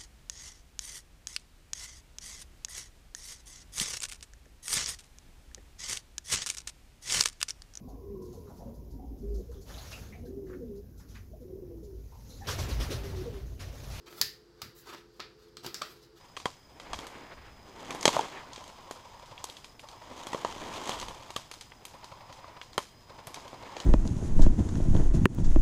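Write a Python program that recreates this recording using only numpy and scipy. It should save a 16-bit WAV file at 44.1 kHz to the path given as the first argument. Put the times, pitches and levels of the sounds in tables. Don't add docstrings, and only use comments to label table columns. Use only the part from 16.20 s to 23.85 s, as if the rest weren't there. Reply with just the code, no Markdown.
import sys
import numpy as np
from scipy import signal
from scipy.fft import rfft, irfft, next_fast_len
from scipy.io import wavfile
from scipy.ndimage import uniform_filter1d, map_coordinates

SR = 44100
rng = np.random.default_rng(int(sys.argv[2]) if len(sys.argv) > 2 else 0)


def wrap_up_sound(samples):
    columns = np.atleast_2d(samples).T
    tamed = np.clip(columns, -1, 1)
    steps = np.round(tamed * 32767).astype(np.int16)
    wavfile.write(sys.argv[1], SR, steps)


N = 337365


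def amp(db):
    return 10 ** (np.asarray(db) / 20)


def unit(x):
    return x / np.sqrt(np.mean(x ** 2) + 1e-20)


def along(points, hz):
    f, v = np.transpose(points)
    return np.interp(np.log(hz + 1), np.log(f + 1), v)


def wobble(rate):
    knots = rng.standard_normal(int(N * rate / SR) + 4)
    return map_coordinates(knots, [np.arange(N) * rate / SR])


def coloured(x, gain_db):
    m = 2 * next_fast_len(len(x) // 2 + 2048)
    cepstrum = irfft(np.log(amp(gain_db(np.fft.rfftfreq(m, 1 / SR))) + 1e-6))
    cepstrum[1:m // 2] *= 2
    cepstrum[m // 2 + 1:] = 0
    return irfft(rfft(x, m) * np.exp(rfft(cepstrum)))[:len(x)]


def shaped(x, spectrum):
    return unit(coloured(x, lambda hz: along(spectrum, hz)))


def add(track, s, sound):
    part = track[max(round(s * SR), 0):][:len(sound)]
    part += sound[:len(part)]


def tone(hz):
    return np.sin(2 * np.pi * np.cumsum(hz) / SR)


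def fractures(per_s, spread_db):
    sizes = amp(spread_db * np.minimum(rng.exponential(size=N), 3))
    signs = rng.choice([-1, 1], N)
    return unit((rng.random(N) < per_s / SR) * signs * sizes)


def gesture(start, end, db, rise, fall):
    t = np.arange(N) / SR
    return amp(db - rise * np.maximum(start - t, 0) - fall * np.maximum(t - end, 0))


def together(gains, rest_db):
    return np.sqrt(amp(rest_db) ** 2 + sum(gain ** 2 for gain in gains))


# (frequency [Hz], relative gain [dB])
AIR_COLOUR = [(25, -6.5), (110, 2.5), (300, -10.5), (1000, -16), (2000, -17.5), (4000, -28.5),
              (5600, -21.5), (6500, -21.5), (8500, -29.5), (13500, -31.5), (15200, -24), (16000, -48)]


def background(air_db=-62.0, whine_db=-65.5, whine_hz=5000, blip_hz=260):
    t = np.arange(N) / SR
    blips = np.maximum(np.cos(2 * np.pi * (t - .05) / .2502), 0) ** 30
    pitch = whine_hz + blip_hz * blips + 22 * wobble(30) + 80 * wobble(700)
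    strength = amp(-2 * blips + 2.8 * wobble(120))
    whine = amp(whine_db) * strength * tone(pitch)
    air = amp(air_db) * shaped(rng.standard_normal(N), AIR_COLOUR)
    return whine + air


# (frequency [Hz], 60 dB decay time [s])
TRUNK_DECAY = [(150, 0.43), (1000, 0.27), (4000, 1), (12000, 0.55)]


def woods(x, wet_db=-23, slope_db=-13, slope_delay=.0108):
    hz, t, grains = signal.stft(rng.standard_normal(SR // 2), SR, nperseg=256)
    decay = amp(-60 * t / along(TRUNK_DECAY, hz)[:, None])
    tail = signal.istft(grains * decay, SR, nperseg=256)[1]
    tail = np.pad(tail, (SR // 125, 0))
    delayed = np.pad(x, (round(slope_delay * SR), 0))[:N]
    echo = coloured(delayed, lambda f: along([(300, -15.0), (2500, -6.5), (8000, 0.5)], f))
    scattered = signal.fftconvolve(x, tail / np.linalg.norm(tail))[:N]
    return amp(slope_db) * echo + amp(wet_db) * scattered


# (first stroke [s], end [s], stroke period [s], level over the motor's own level [dB])
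MOTOR_RUNS = [(2.138, 3.3, .0884, -.5), (3.632, 5.2, .091, .5), (5.736, 6.44, .0897, 1.5),
              (6.895, 7.64, .0885, 1.5)]
# (frequency [Hz], relative gain [dB])
RATTLE_COLOUR = [(50, -1), (110, 11), (200, -10.5), (380, -9.5), (520, 6), (700, 8), (950, 5.5), (1200, 5),
                 (1500, -3), (2300, -2.5), (3300, -8.5), (4200, -5.5), (6500, -16), (14000, -40)]


def motor(level_db=-55.5, rattle_db=3, thump_db=3, knock_db=4, spin_db=6, whirr_db=-2,
          thump_hz=105, knock_hz=550, whirr_hz=950, start_hz=800, spun_hz=1060, spin_time=0.02606):
    t = np.arange(N) / SR
    running, age = np.zeros(N), np.zeros(N)
    for start, end, period, db in MOTOR_RUNS:
        on = (t > start) & (t < end)
        running += on * amp(db)
        age += on * ((t - start) % period)

    def swell(centre, width):
        return np.exp(-((age - centre) / width) ** 2) * amp(1.9 * wobble(15))

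    jerk, mesh, spin_up = swell(.007, .006), swell(.012, .005), swell(.018, .013)
    thump = amp(thump_db) * jerk * tone(thump_hz + 15 * wobble(60))
    knock = amp(knock_db) * mesh * tone(knock_hz + 50 * wobble(200))
    spin_hz = start_hz + (spun_hz - start_hz) * np.minimum(age / spin_time, 1) + 55 * wobble(400)
    spin = amp(spin_db + 2.4 * wobble(180)) * spin_up * tone(spin_hz)
    coast = amp(whirr_db + 1.2 * wobble(160)) * tone(whirr_hz + 90 * wobble(350))
    rattle = amp(rattle_db) * (jerk + 0.38) * shaped(rng.standard_normal(N), RATTLE_COLOUR)
    return amp(level_db) * running * (thump + knock + spin + coast + rattle)


# (start [s], end [s], level [dB])
GRIP_CHANGES = [(0.737, 0.75, -49.5), (1.2, 1.38, -53.5), (1.87, 1.9, -69), (3.04, 3.1, -60.5),
                (4.39, 4.42, -50), (4.78, 4.91, -50.5)]


def handling(slope_db_per_s=150, steady_db=-65.5):
    grips = [gesture(*row, slope_db_per_s, slope_db_per_s) for row in GRIP_CHANGES]
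    rumble = shaped(rng.standard_normal(N), [(10, -13.5), (30, -9), (65, -11.5), (200, -27), (800, -67)])
    return together(grips, steady_db) * rumble


# (start [s], end [s], leaf rustle [dB], clothing [dB])
BODY_MOVES = [(0, 0.021, -63, -68), (0.721, 1.02, -61, -54), (1.661, 2.04, -54.5, -48.5),
              (2.401, 3.333, -62, -69), (3.97, 4.3, -53.5, -54.5), (4.449, 4.72, -48.5, -48.5),
              (5.105, 5.169, -61, -70), (5.6, 6.422, -66, -67), (6.97, 7.298, -63, -61),
              (7.5, 7.642, -58, -50.5)]
# (time [s], leaf crush [dB], clothing [dB])
FULL_WEIGHT = [(1.94, -41.5, -40.5), (4.69, -42.5, -48)]
MOVE_SLOPES = 55, 40.5
FOOT_SLOPES = 200, 109
STILL_LEAVES_DB, STILL_CLOTH_DB = -78, -66


def walking():
    def effort(column, rest_db):
        moves = [gesture(start, end, db[column], *MOVE_SLOPES) for start, end, *db in BODY_MOVES]
        falls = [gesture(s, s, db[column], *FOOT_SLOPES) for s, *db in FULL_WEIGHT]
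        return together(moves + falls, rest_db)

    return effort(0, STILL_LEAVES_DB), effort(1, STILL_CLOTH_DB)


# (start [s], end [s], level [dB])
SLEEVE_SLIDES = [(0.663, 1.3, -56), (1.65, 1.85, -57), (1.947, 2.195, -49), (6.236, 6.29, -59.5),
                 (7.45, 7.655, -52.5)]
# (frequency [Hz], relative gain [dB])
FABRIC_COLOUR = [(40, -6), (110, -8.5), (280, 1.5), (480, -1), (650, -1.5), (950, -2.5), (1400, -12),
                 (2300, -11.5), (3300, -28), (5000, -50), (12000, -60)]
# (frequency [Hz], relative gain [dB])
SLEEVE_COLOUR = [(100, -14), (400, -11.5), (900, -1), (1400, -2.5), (2200, -4), (3300, -11), (4500, -15),
                 (12000, -65)]


def clothes(sway, level_db=2.5, flutter_db=-2.6, arm_rise=150, arm_fall=120):
    flutter = flutter_db * wobble(45)
    rub = sway * amp(level_db + flutter) * shaped(rng.standard_normal(N), FABRIC_COLOUR)
    arm = np.max([gesture(*row, arm_rise, arm_fall) for row in SLEEVE_SLIDES], axis=0)
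    swish = arm * amp(flutter) * shaped(rng.standard_normal(N), SLEEVE_COLOUR)
    return rub + swish


# (frequency [Hz], relative gain [dB])
LEAF_COLOUR = [(150, -26), (400, -11.5), (700, -1.5), (1000, 4.5), (1500, -9.5), (2600, -10.5),
               (3200, -4.5), (4000, -10), (5400, -14.5), (6600, -11.5), (9000, -23), (15500, -34.5)]


def leaves(tread, level_db=5.0, spread_db=4, clump_db=-1.7, rib_db=-6.5):
    rub = .7 * rng.standard_normal(N)
    crush = (fractures(1800, spread_db) + rub) * amp(clump_db * wobble(76))
    tearing = signal.lfilter([1], [1, -np.exp(-1 / (0.0017 * SR))], abs(fractures(70, 1.7)))
    ribs = amp(rib_db) * unit(tearing * rng.standard_normal(N))
    return tread * amp(level_db) * shaped(unit(crush) + ribs, LEAF_COLOUR)


def small_stalks(tread, count=16, over_db=2.0, scatter_db=-0.5, knock_db=-4, splinter_db=-1,
                 stick_hz=3000, octaves=0.79):
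    rows = []
    chances = (np.arange(count) + rng.random(count)) / count
    effort = np.cumsum(tread)
    for chance, (size, dryness, thinness) in zip(chances, rng.standard_normal((count, 3))):
        at = np.searchsorted(effort, chance * tread.sum())
        crack_db = 20 * np.log10(tread[at]) + over_db + scatter_db * size
        dry_db = splinter_db + scatter_db * dryness
        rows.append((at / SR, crack_db, knock_db, dry_db, stick_hz * 2 ** (octaves * thinness), 0))
    return rows


def breakage(crack_db, knock_db, splinter_db, stick_hz):
    thud_db = -4.5 + 0.53 * knock_db - 8.5 * np.log2(stick_hz / 1000)
    band_db = crack_db + np.array([thud_db, knock_db, 0, splinter_db])
    t60 = 0.018 * .5 ** (max(knock_db, 0) / 16.5)
    litter_db = -55 + 0.59 * (crack_db + 43) + 0.35 * splinter_db
    return band_db, t60, litter_db


# (centre [Hz], width [Hz], boost [dB])
SHELL_MODES = [(425, 120, 3), (1090, 290, 3), (3240, 230, 8.5), (6450, 460, 8.5)]


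def housing(hz):
    return sum(db / (1 + (2 * (hz - centre) / width) ** 2) for centre, width, db in SHELL_MODES)


# (time [s], crack [dB], woody knock over the crack [dB],
# dry splinter over the crack [dB], stick resonance [Hz], sparkle from 11 kHz up [dB])
TWIG_BREAKS = [(0.1665, -40, -6, -8.5, 3100, -2), (0.171, -41.5, -0.5, -9, 1110, -1),
               (0.2, -48.5, -1.5, -7, 1150, -5), (0.256, -32.5, 8, -7.5, 1004, -3),
               (0.599, -45, -3.5, -8.5, 1200, -2), (0.732, -43.5, 11.5, 1.5, 1210, -7),
               (0.734, -40.5, 5, -10, 1100, 4), (0.742, -41, -5, -11, 4770, -3),
               (0.789, -44.5, 4, -4, 926, 4), (0.868, -48, 0, -1.5, 1110, 9),
               (1.7063, -40, 2.5, -2.5, 1320, 1), (1.7481, -51, 16, 2.5, 656, 12),
               (1.81, -52.5, -7, 12.5, 6840, 2), (1.8285, -38.5, -1, 2.5, 6950, 1),
               (1.8543, -19.5, 1, 0, 850, -3), (1.8781, -22, -2, -3.5, 563, -3),
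               (1.889, -52.5, 27.5, 0, 1010, -6), (1.9663, -46, 26.5, 2, 614, 1),
               (1.992, -41, 20, -5, 880, -3), (2.009, -41.5, 1, -4, 456, -5),
               (2.332, -52, -3, 5.5, 4220, -10), (2.36, -48, 0, -1, 3620, -14),
               (2.378, -49, -3.5, -11, 507, -4), (2.44, -56.5, -2, 3.5, 1110, -1),
               (2.478, -56, -4, 3, 640, 3), (2.7104, -47, 9.5, 2, 680, 6),
               (3.1778, -41, -39, -23, 3540, -17), (3.2415, -47, 8, 12, 1000, 8),
               (3.298, -44.6, -26, -6, 3560, 8), (3.368, -45.5, -27, -8, 3960, 2),
               (3.444, -47, -5, -4, 2640, 4), (3.594, -46.5, -9, -13.5, 2960, 9),
               (3.687, -52, -1, 1, 3930, -1), (4.069, -44, 5.5, -1.5, 1050, 9),
               (4.1315, -40, 8.5, -7.5, 1070, -2), (4.146, -43, 13.5, -13, 513, -5),
               (4.248, -40, 17, -4, 874, -9), (4.693, -40.5, 13, 2.5, 1080, 2),
               (4.717, -37, -4, -17, 3040, -8), (4.799, -44.5, -15, 2.5, 6380, 7),
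               (4.813, -41, -6, -3, 830, -4), (4.827, -40.5, -1, -11, 890, -2),
               (4.883, -41.5, 0.5, -7.5, 870, 3), (5.104, -44.5, -2, -5, 920, 5),
               (5.1626, -32.5, -0.5, -6, 1170, 3), (5.3136, -43.5, -4, -2, 1330, 5),
               (5.3385, -53, 5, 5, 3930, 1), (5.4102, -47.5, -14, 3, 3800, 0),
               (5.519, -47.5, -4, -34, 2060, 3), (5.652, -45.5, -5, 1, 3300, 13),
               (5.843, -51.5, -3, 1.5, 1100, 0), (6.126, -52, -1, -1.5, 3500, 0),
               (6.2433, -59, 17, -20, 1210, -6), (6.414, -37.5, -13, -19, 2360, -4),
               (6.531, -54, 1, 0, 4330, 0), (6.5789, -29, 5.5, -6, 980, 5), (7.07, -48, 0, 2.5, 815, 17),
               (7.143, -44, -1, 1, 5870, 5), (7.159, -50.5, 2, -2, 4030, -11),
               (7.279, -50, -2, -6, 6400, 4), (7.33, -58.5, 15.5, -18, 420, -3),
               (7.566, -42, 3.5, -5.5, 830, -9.5), (7.601, -39.5, -6.5, -5, 870, -4)]
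BAND_CENTRES = [330, 950, 2700, 6000]
# (frequency [Hz], relative gain [dB])
SNAP_COLOUR = [(40, -11), (110, -1.5), (260, 0.5), (620, 1), (1200, -3.5), (1450, -9), (2000, -4.5),
               (2600, -7), (3300, -7.5), (4700, -9), (5400, -16), (8000, -17.5), (13000, -34.5),
               (16000, -44)]
# (frequency [Hz], relative gain [dB])
SHIVER_COLOUR = [(150, -6), (400, -10), (1000, 4), (1600, -1), (4000, 3.5), (7000, 0.5), (9000, -8),
                 (12500, -13.5), (15500, -33)]


def twigs(breaks, level_db=-0.77, rise=0.00041, fibre_db=3, stick_db=7, stick_width=0.3,
          shiver_t60=0.37, shiver_grain_db=4.0):
    out, t = np.zeros(N), np.arange(SR // 4) / SR
    hz = np.fft.rfftfreq(len(t), 1 / SR)
    edges, span = [120, 600, 1500, 4500, 15000], .008
    for s, crack_db, knock_db, splinter_db, stick_hz, lift_db in breaks:
        band_db, t60, litter_db = breakage(crack_db, knock_db, splinter_db, stick_hz)
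        fibres, sizes, litter, flakes = rng.standard_normal((4, len(t)))

        def stick(f):
            return stick_db / (1 + (2 * (f / stick_hz - 1) / stick_width) ** 2)

        def sparkle(f):
            return along([(7000, 0), (11000, lift_db)], f)

        ring = amp(-60 * t / max(t60, .004)) + amp(-24.0 - 60 * t / 0.098)
        stress = (1 - np.exp(-t / rise)) * ring
        tearing = np.tanh(fibres * amp(fibre_db * sizes)) * stress
        burst = coloured(tearing, lambda f: along(SNAP_COLOUR, f) + housing(f) + stick(f) + sparkle(f))
        power = 2 * abs(rfft(burst)) ** 2 / len(t) / (span * SR)
        own_db = [10 * np.log10(power[(hz > lo) & (hz < hi)].sum()) for lo, hi in zip(edges, edges[1:])]
        balance = list(zip(BAND_CENTRES, np.subtract(band_db, own_db)))
        add(out, s, amp(level_db) * coloured(burst, lambda f: along(balance, f)))
        flaky = litter * amp(shiver_grain_db * unit(uniform_filter1d(flakes, size=50)))
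        shiver = unit(coloured(flaky, lambda f: along(SHIVER_COLOUR, f) + .5 * sparkle(f)))
        fade = amp(litter_db - 60 * (t - .03) / shiver_t60) * (1 - np.exp(-t / 0.0029))
        add(out, s, fade * shiver)
    return out


def scene():
    tread, sway = walking()
    snaps = twigs(TWIG_BREAKS + small_stalks(tread))
    surroundings = background() + woods(snaps)
    camera = motor() + handling()
    walker = clothes(sway) + leaves(tread) + snaps
    return (surroundings + camera + walker)[None]


def record(dry, ceiling=.72, top_hz=15500):
    rounded = dry / (1 + (dry / ceiling) ** 4) ** .25
    m = next_fast_len(N + SR // 2)
    kept = np.fft.rfftfreq(m, 1 / SR) < top_hz
    return irfft(rfft(rounded, m) * kept, m)[..., :N]


dry = scene()
out = record(dry)
wrap_up_sound(out)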